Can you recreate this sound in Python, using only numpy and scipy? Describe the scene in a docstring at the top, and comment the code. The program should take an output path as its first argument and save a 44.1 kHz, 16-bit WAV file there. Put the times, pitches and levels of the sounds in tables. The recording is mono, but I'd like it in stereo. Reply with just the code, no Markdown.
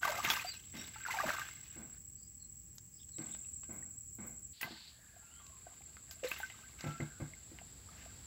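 """On flooded land beside a wooden boat, hands rinse and pull weed, then shift a bamboo trap, amid trilling insects.
After 4.5 s the boat glides over open water with a few plops, drips and hollow knocks on the hull.
Water is built from ringing bubbles and noise bursts, the hull from decaying modes, insects from tone pulses
and narrow noise bands, birds from gliding tones with scattered echoes; coloured noise forms the still air."""
import sys
import numpy as np
from scipy import signal
from scipy.fft import rfft, irfft, next_fast_len
from scipy.io import wavfile
from scipy.ndimage import uniform_filter1d

SR = 44100
rng = np.random.default_rng(int(sys.argv[2]) if len(sys.argv) > 2 else 0)


def persist_wave(psi):
    """Save psi, clipped to +-1, as 16-bit WAV."""
    counts = np.round(np.clip(psi, -1, 1) * 32767).astype(np.int16)
    wavfile.write(sys.argv[1], SR, np.atleast_2d(counts).T)


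N = 364266
T = np.arange(N) / SR

# Levels in the tables are relative; some sources add an offset of their own.
# single large bubbles: (t/s, level/dB, starting f/Hz, ring/cycles before the limits on life)
LARGE_BUBBLES = [(0.031, -22.5, 1494, 53), (0.051, -25, 1144, 51), (0.078, -27.5, 933, 45),
                 (0.122, -27, 860, 12), (0.188, -33.5, 810, 31), (0.201, -31.5, 1150, 36),
                 (0.246, -33, 913, 35), (0.261, -28, 2090, 44), (0.302, -29, 3340, 270),
                 (0.336, -32, 980, 17), (0.371, -32.5, 1120, 24), (0.396, -32, 2480, 67),
                 (0.446, -37.5, 715, 52), (0.959, -47, 860, 56), (0.96, -45, 1340, 63),
                 (1.052, -30, 1590, 27), (1.062, -32.5, 1420, 82), (1.085, -36, 902, 61),
                 (1.109, -33, 2020, 106), (1.157, -43, 970, 24), (1.187, -28.5, 1610, 59),
                 (1.2, -26.5, 1156, 58), (1.239, -28.5, 614, 24), (1.284, -30, 1610, 27),
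                 (1.292, -21.5, 1650, 17), (1.304, -21.5, 1380, 17), (1.384, -30.5, 1190, 17),
                 (1.416, -36.5, 1585, 64), (1.488, -36, 1390, 15.5), (3.032, -49.5, 3300, 23),
                 (3.448, -55.5, 2640, 60), (3.825, -51, 1850, 67), (4.61, -36, 1920, 51),
                 (4.631, -34, 2002, 150), (5.047, -48, 1490, 16), (5.164, -49, 704, 25),
                 (5.399, -43, 1150, 22), (5.582, -52, 1030, 20), (5.667, -38, 700, 17),
                 (5.807, -51, 785, 31), (5.968, -34.5, 1360, 17), (6.231, -33, 539, 62),
                 (6.244, -27.5, 493, 43), (6.3155, -29.5, 2580, 67), (6.363, -38, 1320, 44),
                 (6.401, -30.5, 840, 27), (6.431, -27.5, 1510, 85), (6.499, -43, 2020, 93),
                 (7.004, -36, 2010, 39), (7.335, -43.5, 2090, 54), (7.614, -41, 726, 17),
                 (7.887, -41, 1236, 37), (8.06, -40.5, 670, 13)]
# slaps of water and wet stalks: (t/s, level/dB, brightness index/dB, spray t60/s before its limits)
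WATER_SLAPS = [(0.125, -53, -1, 0.13), (0.248, -27.5, -26, 0.18), (0.302, -22, 6, 0.19),
               (2.783, -42.5, 35, 0.011), (3.092, -53.5, 22.5, 0.0086), (3.184, -46, 18, 0.036),
               (3.349, -44.5, -2, 0.02), (3.634, -50.5, -1, 0.13), (4.612, -34.5, 3, 0.19),
               (4.63, -30, -12, 0.082), (5.466, -44, 26, 0.02), (5.712, -65, 27, 0.015),
               (5.968, -48.5, -1, 0.013), (6.11, -36.5, 25, 0.21), (6.237, -33.5, -9, 0.14),
               (6.285, -40, 0, 0.024), (6.315, -30, -22, 0.078), (6.362, -41.5, -10, 0.08),
               (6.5, -39.5, -9, 0.1), (6.808, -37.5, 18, 0.057), (6.841, -42, -21, 0.073),
               (7.005, -50, -23, 0.07), (7.587, -46, -20, 0.11)]
# spectrum of a slap before its brightness: (f/Hz, level/dB)
SLAP_SPECTRUM = [(100, -8.5), (400, -14.5), (800, 6.5), (1900, 5), (2900, 7), (4000, -1.5), (7000, -1),
                 (9000, -43.5), (12500, -9), (16000, -19.5)]
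# spectrum of the fizzing spray: (f/Hz, level/dB)
SPRAY_SPECTRUM = [(100, -8), (300, -8.5), (480, -10), (1500, -5), (2700, 0.5), (3200, -5.5), (7000, -8),
                  (9000, -19.5), (11500, -12), (15500, -10.5)]
# thin snaps of wet stalks and fine spray: (t/s, level/dB, t60/s)
STALK_SNAPS = [(0.3022, -24.5, 0.27), (2.7536, -42, 0.09), (3.723, -42, 0.24), (4.15, -38, 0.055),
               (4.267, -38.5, 0.16), (4.614, -24.5, 0.12), (6.111, -38, 0.15), (6.285, -31, 0.081),
               (6.311, -32.5, 0.11), (6.383, -35, 0.23)]
# spectrum of the snaps: (f/Hz, level/dB)
SNAP_SPECTRUM = [(4000, -26), (9000, -16), (11500, -6), (13300, -5), (15500, -3)]
# strokes of hand, trap and paddle:
# (t/s, rise/s, hold/s, bubble level/dB, spray level/dB, lower limit of bubble f/Hz when deepest)
WATER_STROKES = [(0.008, 0.037, 0.084, -43.5, -40, 499.5), (0.232, 0.019, 0.067, -41, -38.5, 796),
                 (0.721, 0.034, 0.074, -59, -53, 1440), (0.924, 0.019, 0.13, -59.5, -59, 1090),
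                 (1.042, 0.075, 0.168, -45, -44, 530), (1.27, 0.013, 0.112, -47.5, -50.5, 1095),
                 (1.606, 0.038, 0.094, -70.5, -63.5, 1370), (3.176, 0.038, 0.097, -78, -63, 1560),
                 (4.625, 0.0042, 0.012, -47.5, -58, 580), (5.656, 0.004, 0.014, -65, -88, 623),
                 (6.234, 0.013, 0.026, -53.5, -47, 1175), (6.297, 0.0066, 0.006, -63, -59, 1490),
                 (6.358, 0.026, 0.02, -53.5, -60, 1440), (6.784, 0.0062, 0.075, -60.5, -55, 923),
                 (7.874, 0.09, 0.037, -69, -59.5, 517)]
# water running off the trap, then along the hull:
# (start t/s, end t/s, bubble rate/(1/s), bubble level/dB, spray level/dB, lowest f/Hz)
RUNNING_WATER = [(1.452, 1.996, 280, -82, -79, 1300), (4.702, 8.26, 110, -74.5, -73, 603)]
# plank resonances excited by the splashes: (f/Hz, level/dB, t60/s)
PLANK_MODES = [(910, -4.5, .12), (1214, -2, .1), (1565, 7, .14), (2087, 2, 0.066), (2766, -1.5, 0.17),
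               (3430, -4.5, 0.12), (3744, -2, 0.055)]
# knocks on the hull: (t/s, level/dB, favoured f/Hz, rebound level/dB added to the knock's)
HULL_KNOCKS = [(1.251, -36.5, 240, -9), (3.183, -40, 248, -4), (4.644, -42.5, 158.5, -5),
               (4.707, -45, 328, -22), (6.84, -34, 230, 3), (6.865, -33, 233, 1.5), (7, -31, 222, 0.5),
               (7.2, -34.5, 225, 4), (7.514, -48, 296, -10)]
# modes of the hull: (f/Hz, level/dB, t60/s)
HULL_MODES = [(115.5, 1, 0.14), (147.3, -0.5, 0.2), (211.5, -1, 0.11), (251.6, -0.5, 0.19),
              (326, 1.5, 0.13), (526, 5, 0.0385), (843, -15, 0.23), (1607, -14, 0.33)]
# soft scuffing bumps in the boat: (t/s, level/dB, t60/s)
BOAT_SCUFFS = [(0.239, -51.5, 0.3), (0.737, -52.5, 0.44), (1.76, -53.5, 0.46), (3.19, -53.5, 0.58),
               (3.69, -52.5, 0.6), (4.185, -51.5, 0.51)]
# spectrum of scuff and scrape: (f/Hz, level/dB)
SCUFF_SPECTRUM = [(60, -35.5), (110, -12), (220, -0.5), (390, -17.5), (570, -16), (900, -19), (1350, -21.5),
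                  (1530, -15), (1750, -28), (2150, -17), (2900, -36.5), (4200, -35.5), (7000, -89)]
# grass brushing along the hull: (t/s, level/dB)
GRASS_LEVEL = [(4.52, -80), (4.536, -51.5), (4.624, -41), (4.882, -42), (5.0, -61)]
# spectrum of the grass: (f/Hz, level/dB)
GRASS_SPECTRUM = [(900, -26), (2000, -13), (3300, -5), (4500, 2), (5300, -11.5), (6500, -26.5),
                  (9000, -52.5)]
# trill of all insects, which steps up a little in the weeds and fades in over open water: (t/s, level/dB)
TRILL_LEVEL = [(0.0, -49.5), (1.2, -47.5), (2.6, -49.5), (2.98, -51), (3.22, -45), (3.6, -45), (3.9, -48),
               (4.51, -48.5), (4.58, -62.5), (4.99, -61), (5.36, -54.5), (8.26, -55.5)]
# bouts of the nearest crickets: (first chirp t/s, end t/s, chirp spacing/s, central f/Hz, level/dB)
CRICKET_BOUTS = [(0.039, 2.7, 0.0742, 7705, 0), (2.933, 4.53, 0.0742, 7715, 0),
                 (0.037, 4.53, 0.072, 7520, -5), (3.232, 4.53, 0.075, 7120, -10),
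                 (3.16, 3.58, 0.0745, 8100, -10)]
# the three wing strokes of one chirp: (level/dB)
WING_STROKE_LEVELS = [0, 0, -14]
# insect resonances in the weeds: (f/Hz, width/Hz, level/dB)
WEED_RESONANCES = [(7110, 170, -11), (7370, 90, -11), (7530, 130, -1), (7740, 130, 3), (8080, 120, -14)]
# insect resonances over open water: (f/Hz, width/Hz, level/dB)
MARSH_RESONANCES = [(7130, 96, 5.4), (7410, 160, 14), (7778, 280, 11.6)]
# soft buzz around the crickets' overtones: (f/Hz, width/Hz, level/dB)
BUZZ_RESONANCE = [(15500, 1100, 0)]
# chirps of small birds: (t/s, length/s, start f/Hz, end f/Hz, level/dB, pitch roughness as a share of f)
SMALL_BIRDS = [(0.456, 0.06, 4740, 4675, -39.5, 0.0033), (0.494, 0.044, 4600, 3870, -45, .012),
               (0.526, 0.049, 3000, 2450, -49.5, 0.026), (0.772, 0.063, 5460, 5630, -48.5, 0.018),
               (0.766, 0.06, 3805, 3740, -48.5, 0.0092), (2.15, 0.15, 4680, 5000, -64, 0.03),
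               (2.385, 0.085, 4370, 4100, -61, 0.018), (2.915, 0.14, 4950, 5300, -64, 0.038),
               (2.988, 0.024, 3480, 3320, -58, 0.06), (3.112, 0.055, 4430, 3790, -59, 0.025),
               (3.32, 0.02, 3540, 3760, -50, 0.038)]
# calls of a larger, far bird: (t/s, length/s, start f/Hz, end f/Hz, level/dB, roughness as a share of f)
FAR_BIRD = [(4.872, 0.46, 1785, 1570, -63, 0.058), (5.165, 0.25, 1385, 1397, -56, 0.0098),
            (5.23, 0.22, 2520, 3480, -63, .025), (5.355, 0.25, 1174, 1022, -59.5, 0.034),
            (6.82, 0.19, 1336, 1360, -47.5, 0.012), (6.86, 0.41, 1643, 1450, -56, 0.063)]
# spectrum of still air in the weeds: (f/Hz, level/dB per Hz)
WEED_AIR_SPECTRUM = [(20, -29), (35, -13), (60, 3), (110, 0), (230, -12), (370, -20), (600, -31),
                     (1400, -32.5), (2100, -29), (3600, -34.5), (6300, -24), (8500, -59)]
# spectrum of still air over open water: (f/Hz, level/dB per Hz)
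MARSH_AIR_SPECTRUM = [(20, -51), (35, -7), (60, 8), (100, 2.5), (290, -10), (600, -18.5), (1000, -19),
                      (1550, -17.5), (3000, -19.5), (4600, -15), (6300, -24), (8500, -30)]
# air over open water: (t/s, level/dB)
MARSH_AIR_LEVEL = [(4.5, -71.5), (5.0, -64), (5.5, -62.5), (7.2, -59.5), (8.3, -56)]
# spectrum of the steady hiss: (f/Hz, level/dB)
HISS_SPECTRUM = [(5000, -49.5), (6600, 3.5), (8200, 7.5), (9000, -21), (10300, 0), (12500, -7.5),
                 (14500, -1), (15500, -1.5)]
# left-right correlation of noise: (f/Hz, correlation)
CORRELATION = [(60, 0.77), (200, 0.94), (640, 0.42), (1400, 0), (3000, 0), (15000, 0)]

MOVE_S = 4.53  # the weeds give way to open water
STROKE_BUBBLES_PER_S, FIZZ_GRAINS_PER_S = 850, 2500
BUBBLES_SETTLE_DB_PER_S, SPRAY_SETTLE_DB_PER_S = 130, 71.5
DEPTH_OCTAVES_PER_S, SHALLOW_HZ = 3.6, 1654  # the deeper the stroke, the lower the bubbles
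DROPLET_SHARE, FIZZ_SHARE = 0.56, 0.83
TRICKLE_SWELL_DB, TRICKLE_SWELLS_PER_S = -6.5, 6.96
REBOUND_S, REBOUND_HZ = 0.019, 148
THUMP_DB = 0.5  # ring of the hull under each scuff
WING_GAP_S, WING_S, WING_FALL_HZ = .025, .025, 110
CRICKETS_DB, CHORUS_DB, OVERTONE_DB, BUZZ_DB = -7, -4.5, -79.5, -67.5
CRICKETS_LEFT_DB = 8  # left over right
LEAN_FROM_S, LEAN_TO_S, LEAN_FADE_S = 0.33, 3.17, 0.11  # trill and hiss lean left
RIGHT_TRILL_DROP_DB, RIGHT_HISS_DROP_DB = -16.5, -7.5
FLUTTER_DB, BROKEN_ROUGHNESS = 2, 0.041  # flutter grows with roughness up to that of a broken note
TREES_T60_S, FAR_T60_S = 0.15, 0.37
WEED_AIR_DB = -60.5
EDGE_HZ = 15800


def strokes():
    """Bubble size and depth: a stroke swells, holds while its bubbles lower, then settles as it lifts out."""
    out, t = np.zeros((2, N)), np.arange(32768) / SR
    for s, rise, hold, bubbles_db, spray_db, deepest_hz in WATER_STROKES:
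        past_deepest = t - rise - hold
        lowest = deepest_hz * 2 ** (DEPTH_OCTAVES_PER_S * abs(past_deepest))
        lowest = np.minimum(lowest, SHALLOW_HZ)
        bubbles, spray = churn(lowest, STROKE_BUBBLES_PER_S, bubbles_db, spray_db)
        settling = np.maximum(past_deepest, 0)
        water = bubbles * amp(-BUBBLES_SETTLE_DB_PER_S * settling)
        water += spray * amp(-SPRAY_SETTLE_DB_PER_S * settling)
        add(out, s, np.minimum(t / rise, 1) * water)
    return out


def plops():
    """Resonance of single air pockets: the large bubbles that stand out."""
    out = np.zeros((2, N))
    for s, db, hz, cycles in LARGE_BUBBLES:
        add(out, s, amp(db + 1.5) * bubble(hz, cycles, rise=.1, lag=0))
    return out


def slaps():
    """Impact: a minimum-phase crack and a burst of spray; brighter slaps carry more treble."""
    out, t = np.zeros((2, N)), np.arange(8192) / SR
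    hz = abs(np.fft.fftfreq(len(t), 1 / SR))
    for s, db, bright_db, t60 in WATER_SLAPS:
        treble_db = 0.57 * (bright_db + 0.5)
        tilted = [(f, d + treble_db * (f > 3500)) for f, d in SLAP_SPECTRUM]
        # minimum phase: the crack starts at once and rings on
        log_spectrum = np.log(amp(read(tilted, hz)))
        crack = np.fft.ifft(np.exp(np.conj(signal.hilbert(log_spectrum)))).real
        burst = noise(tilted, size=len(t))
        burst = unit(burst + .4 * burst[::-1])  # blends the two channels
        impact = 2 * amp(-60 * t / .014)
        spray = .8 * amp(-60 * t / np.clip(t60, .01, .15))
        burst *= impact + spray
        add(out, s, amp(db) * (amp(-2) * crack / abs(crack).max() + amp(-12) * burst))
    return out


def trickles():
    """Random modulation: thin running water that comes and goes by chance."""
    out = np.zeros((2, N))
    for start, end, per_s, bubbles_db, spray_db, lowest_hz in RUNNING_WATER:
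        size = next_fast_len(int((end - start) * SR))
        bubbles, spray = churn(np.full(size, lowest_hz), per_s, bubbles_db, spray_db)
        swell = amp(TRICKLE_SWELL_DB * wander(TRICKLE_SWELLS_PER_S, size=size))
        add(out, start, (bubbles + spray) * swell * signal.windows.tukey(size, .1))
    return out


def snaps():
    """Modulated noise: short crackling bursts, all treble."""
    out, t = np.zeros((2, N)), np.arange(8192) / SR
    for s, db, t60 in STALK_SNAPS:
        crackle = noise(SNAP_SPECTRUM, size=len(t)) * amp(3 * wander(900, size=len(t)))
        add(out, s, amp(db - 9) * unit(crackle) * amp(-60 * t / t60))
    return out


def churn(lowest, per_s, bubbles_db, spray_db):
    """Superposition in stirred water: bubbles, higher-pitched droplets and a grainy fizz of spray."""
    size = len(lowest)
    bubbles = swarm(lowest, per_s, top_hz=2900, cycles=30)
    droplets = swarm(1.8 * lowest, per_s, top_hz=7200, cycles=32)
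    grains = rng.standard_normal((2, size)) * (rng.random(size) < FIZZ_GRAINS_PER_S / SR)
    fizz = unit(colour(grains * amp(3 * wander(150, size=size)), SPRAY_SPECTRUM))
    spray = DROPLET_SHARE * droplets + FIZZ_SHARE * fizz
    return amp(bubbles_db) * bubbles, amp(spray_db) * spray


def swarm(lowest, per_s, top_hz, cycles):
    """Random superposition of bubbles from the pitch curve lowest to top_hz, held near an even level."""
    size = len(lowest)
    out = np.zeros((2, size))
    for when, width, loud, ring, side, lag in rng.random((int(size / SR * per_s), 6)):
        low_hz = lowest[int(when * size)]
        hz = low_hz * (top_hz / low_hz) ** width
        size_db = 5 * min(-np.log(1 - loud), 3) - 3 * width ** 2  # a few are large
        ring_cycles = cycles * (.5 + 2 * ring ** 3)
        pop = bubble(hz, ring_cycles, rise=0.21, lag=0.00041 * (lag - .5))
        add(out, when * size / SR, amp(size_db) * pan(8 * (side - .5)) * pop)
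    power = uniform_filter1d((out ** 2).mean(0), size=3500)
    return out / np.sqrt(abs(power) + 1e-4)


def bubble(hz, cycles, rise, lag):
    """Volume resonance: an air pocket rings and sharpens as it nears the surface; the right lags by lag s."""
    life = np.clip(cycles / hz, .002, .2)
    t = np.maximum(np.arange(int(life * SR)) / SR - np.array([[0], [lag]]), 0)
    ring = np.sin(2 * np.pi * hz * (t + rise * t ** 2 / life / 2))
    onset = (1 - np.exp(-t * hz / 0.48)) ** 2
    return ring * amp(-60 * t / life) * onset


def planks(x):
    """Sympathetic resonance: narrow modes of the boat are set ringing by the sound x."""
    t = np.arange(SR // 4) / SR
    ring = np.zeros(len(t))
    for hz, db, t60 in PLANK_MODES:
        per_sample = 2 * np.log(1000) / (t60 * SR)  # near unit gain at resonance
        ring += amp(db - 60 * t / t60) * np.cos(2 * np.pi * hz * t) * per_sample
    return signal.oaconvolve(x, ring[None], axes=1)[:, :N]


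def knocks():
    """Modal excitation: each blow scrapes and rings the hull; a rebound with a softer onset rings it deeper."""
    out, t = np.zeros((2, N)), np.arange(12000) / SR
    for s, db, pitch, rebound_db in HULL_KNOCKS:
        scrape = amp(-4.5) * noise(SCUFF_SPECTRUM, size=len(t)) * amp(-60 * t / 0.28)
        blow = (hull(t, pitch) + scrape) * (1 - np.exp(-t / 0.00083))
        rebound = hull(t, REBOUND_HZ) * (1 - np.exp(-t / 0.0016))
        add(out, s, amp(db - 6.5) * blow)
        add(out, s + REBOUND_S, amp(db + rebound_db - 5.5) * rebound)
    return out


def scuffs():
    """Friction with modal ringing: dull bumps that thump the hull, scuff and fade."""
    out, t = np.zeros((2, N)), np.arange(22050) / SR
    for s, db, t60 in BOAT_SCUFFS:
        scuff = noise(SCUFF_SPECTRUM, size=len(t)) * amp(-60 * np.maximum(t - .06, 0) / t60)
        thump = amp(THUMP_DB) * hull(t, pitch=221)
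        add(out, s, amp(db) * (scuff + thump) * (1 - np.exp(-t / 0.0013)))
    return out


def hull(t, pitch):
    """Modal decay: the hull rings after a blow, favouring modes near the given pitch."""
    ring = np.zeros(len(t))
    for hz, db, t60 in HULL_MODES:
        octaves_off = min(abs(np.log2(hz / pitch)), 1)
        envelope = amp(db - 10.7 * octaves_off - 60 * t / t60)
        ring += envelope * np.sin(2 * np.pi * hz * t + rng.normal())
    return ring


def brush():
    """Friction noise: grass brushes along the hull with a quick flutter."""
    return noise(GRASS_SPECTRUM) * level(GRASS_LEVEL) * amp(-12.0 + 1.26 * wander(120))


def insects(marsh, lean):
    """Superposed stridulation: near crickets and a chorus in the weeds, another chorus over open water."""
    chirps, overtones = crickets()
    weeds = amp(CHORUS_DB) * chorus(WEED_RESONANCES) * pan(1) + amp(CRICKETS_DB) * chirps
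    trill = level(TRILL_LEVEL) * ((1 - marsh) * weeds + marsh * chorus(MARSH_RESONANCES) * pan(2.3))
    trill[1] *= amp(RIGHT_TRILL_DROP_DB * lean)
    treble = amp(OVERTONE_DB) * overtones + amp(BUZZ_DB) * chorus(BUZZ_RESONANCE)
    return trill + (1 - marsh) * treble


def crickets():
    """Stridulation: two strong wing strokes and a weak one, each a falling tone; returns tones and overtones."""
    tones, overtones = np.zeros((2, N)), np.zeros((2, N))
    t = np.arange(int(WING_S * SR)) / SR
    for first, end, gap, hz, db in CRICKET_BOUTS:
        for chirp in np.arange(first, end, gap):
            for k, wing_db in enumerate(WING_STROKE_LEVELS):
                late, sharp, loud = rng.standard_normal(3)
                pitch = hz + 18 * sharp + WING_FALL_HZ * (.5 - t / WING_S)
                phase = 2 * np.pi * np.cumsum(pitch) / SR
                swell = amp(db + wing_db + 1.6 * loud) * np.hanning(len(t)) * pan(CRICKETS_LEFT_DB)
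                s = chirp + k * WING_GAP_S + .001 * late
                add(tones, s, swell * np.sin(phase))
                add(overtones, s, swell * np.sin(2 * phase))
    return unit(tones + .25 * echoes(tones, t60=.1)), unit(overtones)


def chorus(resonances):
    """Incoherent superposition: many insects blend into narrow bands that flutter."""
    hz = np.fft.rfftfreq(N, 1 / SR)
    shape = sum(amp(db) / (1 + ((hz - f) / width) ** 2) ** 2 for f, width, db in resonances)
    bands = irfft(rfft(rng.standard_normal((2, N))) * shape, N)
    return unit(bands * amp(1.5 * wander(60)))


def birds(notes, t60):
    """Frequency modulation and scattering: gliding notes blurred by echoes; rough ones flutter."""
    out = np.zeros((2, N))
    for s, length, start_hz, end_hz, db, rough in notes:
        count = int(length * SR)
        hz = np.linspace(start_hz, end_hz, count) * (1 + rough * wander(700, size=count))
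        flutter = FLUTTER_DB * min(rough / BROKEN_ROUGHNESS, 1)
        flutter_db = flutter * (wander(110, size=count) - 1)
        note = np.sin(2 * np.pi * np.cumsum(hz) / SR) * signal.windows.tukey(count, .6)
        add(out, s, amp(db + flutter_db) * note)
    return .55 * out + .65 * echoes(out, t60)


def hiss(marsh, lean):
    """Stationary noise: a steady treble hiss, for a while weaker at the right."""
    out = noise(HISS_SPECTRUM) * amp(-62.5 - 0.5 * marsh)
    out[1] *= amp(RIGHT_HISS_DROP_DB * lean)
    return out


def still_air(marsh):
    """Ambient noise: one spectrum among the weeds, another over open water, both slightly unsteady."""
    weeds = amp(WEED_AIR_DB) * noise(WEED_AIR_SPECTRUM) * pan(4.8)
    water = level(MARSH_AIR_LEVEL) * noise(MARSH_AIR_SPECTRUM) * pan(5.9)
    return ((1 - marsh) * weeds + marsh * water) * amp(0.35 * wander(5.8))


def echoes(x, t60):
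    """Scattering: sparse random reflections under a decay, different in each channel."""
    t = np.arange(SR // 2) / SR
    sparse = rng.random((2, len(t))) < .06
    taps = rng.standard_normal((2, len(t))) * sparse * amp(-60 * t / t60) * (t > .002)
    taps /= np.linalg.norm(taps, axis=1, keepdims=True)
    return signal.oaconvolve(x, taps, axes=1)[:, :N]


def noise(points, size=N):
    """Partial coherence: coloured noise of rms 1, alike at left and right mostly in the bass."""
    a, b = rfft(rng.standard_normal((2, size)))
    same = np.clip(read(CORRELATION, np.fft.rfftfreq(size, 1 / SR)), -1, 1)
    pair = irfft([a, same * a + np.sqrt(1 - same ** 2) * b], size)
    return unit(colour(pair, points))


def wander(hz, size=N):
    """Random modulation: interpolated chance values of rms 1, drawn hz times a second."""
    return 1.22 * np.interp(T[:size] * hz, np.arange(8000), rng.standard_normal(8000))


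def colour(x, points):
    """Linear filtering: weights the spectrum of x by a table."""
    gain = amp(read(points, np.fft.rfftfreq(x.shape[-1], 1 / SR)))
    return irfft(rfft(x) * gain, x.shape[-1])


def read(points, hz):
    """Spectral interpolation on a log-frequency axis."""
    f, value = np.transpose(points)
    return np.interp(np.log(hz + 1), np.log(f + 1), value)


def level(rows):
    """Envelope: a dB column as a gain over time, at -120 dB outside its span."""
    rows = np.array(rows)
    return amp(np.interp(T, rows[:, 0], rows[:, 1], left=-120, right=-120))


def pan(left_db):
    """Level difference between channels: left exceeds right by left_db."""
    return amp([[left_db / 2], [-left_db / 2]])


def amp(db):
    """Decibel law: level to amplitude ratio."""
    return 10 ** (np.asarray(db) / 20)


def unit(x):
    """Root-mean-square normalisation to 1."""
    return x / np.sqrt(np.mean(x ** 2) + 1e-20)


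def add(mix, s, sound):
    """Superposition: adds sound to mix from s seconds on."""
    part = mix[:, max(round(s * SR), 0):][:, :sound.shape[-1]]
    part += sound[..., :part.shape[1]]


def scene():
    """Superposition of all sources, with the weeds giving way to open water."""
    marsh = np.clip((T - MOVE_S) / 0.0062, 0, 1)  # 0 among the weeds, 1 on open water
    lean = np.clip(np.minimum(T - LEAN_FROM_S, LEAN_TO_S - T) / LEAN_FADE_S, 0, 1)
    water = slaps() + strokes() + trickles()
    close = (plops() + amp(1.0) * (water + planks(water))) * pan(4.64)
    # on open water the splashes reach the left channel 0.42 ms later
    close[0] += marsh * (np.interp(T - .00042, T, close[0]) - close[0])
    close += (knocks() + scuffs()) * pan(5.1)
    reflections = amp(-11) * echoes(close, t60=.1)
    near = close + reflections + snaps() + brush()
    animals = insects(marsh, lean) + birds(SMALL_BIRDS, TREES_T60_S) + birds(FAR_BIRD, FAR_T60_S)
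    return near + animals + hiss(marsh, lean) + still_air(marsh)


def record(dry):
    """Band limitation: a low cut at 38 Hz and a steep upper edge."""
    dry = signal.sosfilt(signal.butter(3, 38, "highpass", fs=SR, output="sos"), dry)
    upper_edge = signal.firwin(511, EDGE_HZ, window=("kaiser", 9), fs=SR)
    return signal.oaconvolve(dry, upper_edge[None], "same")


dry = scene()
out = record(dry)
persist_wave(out)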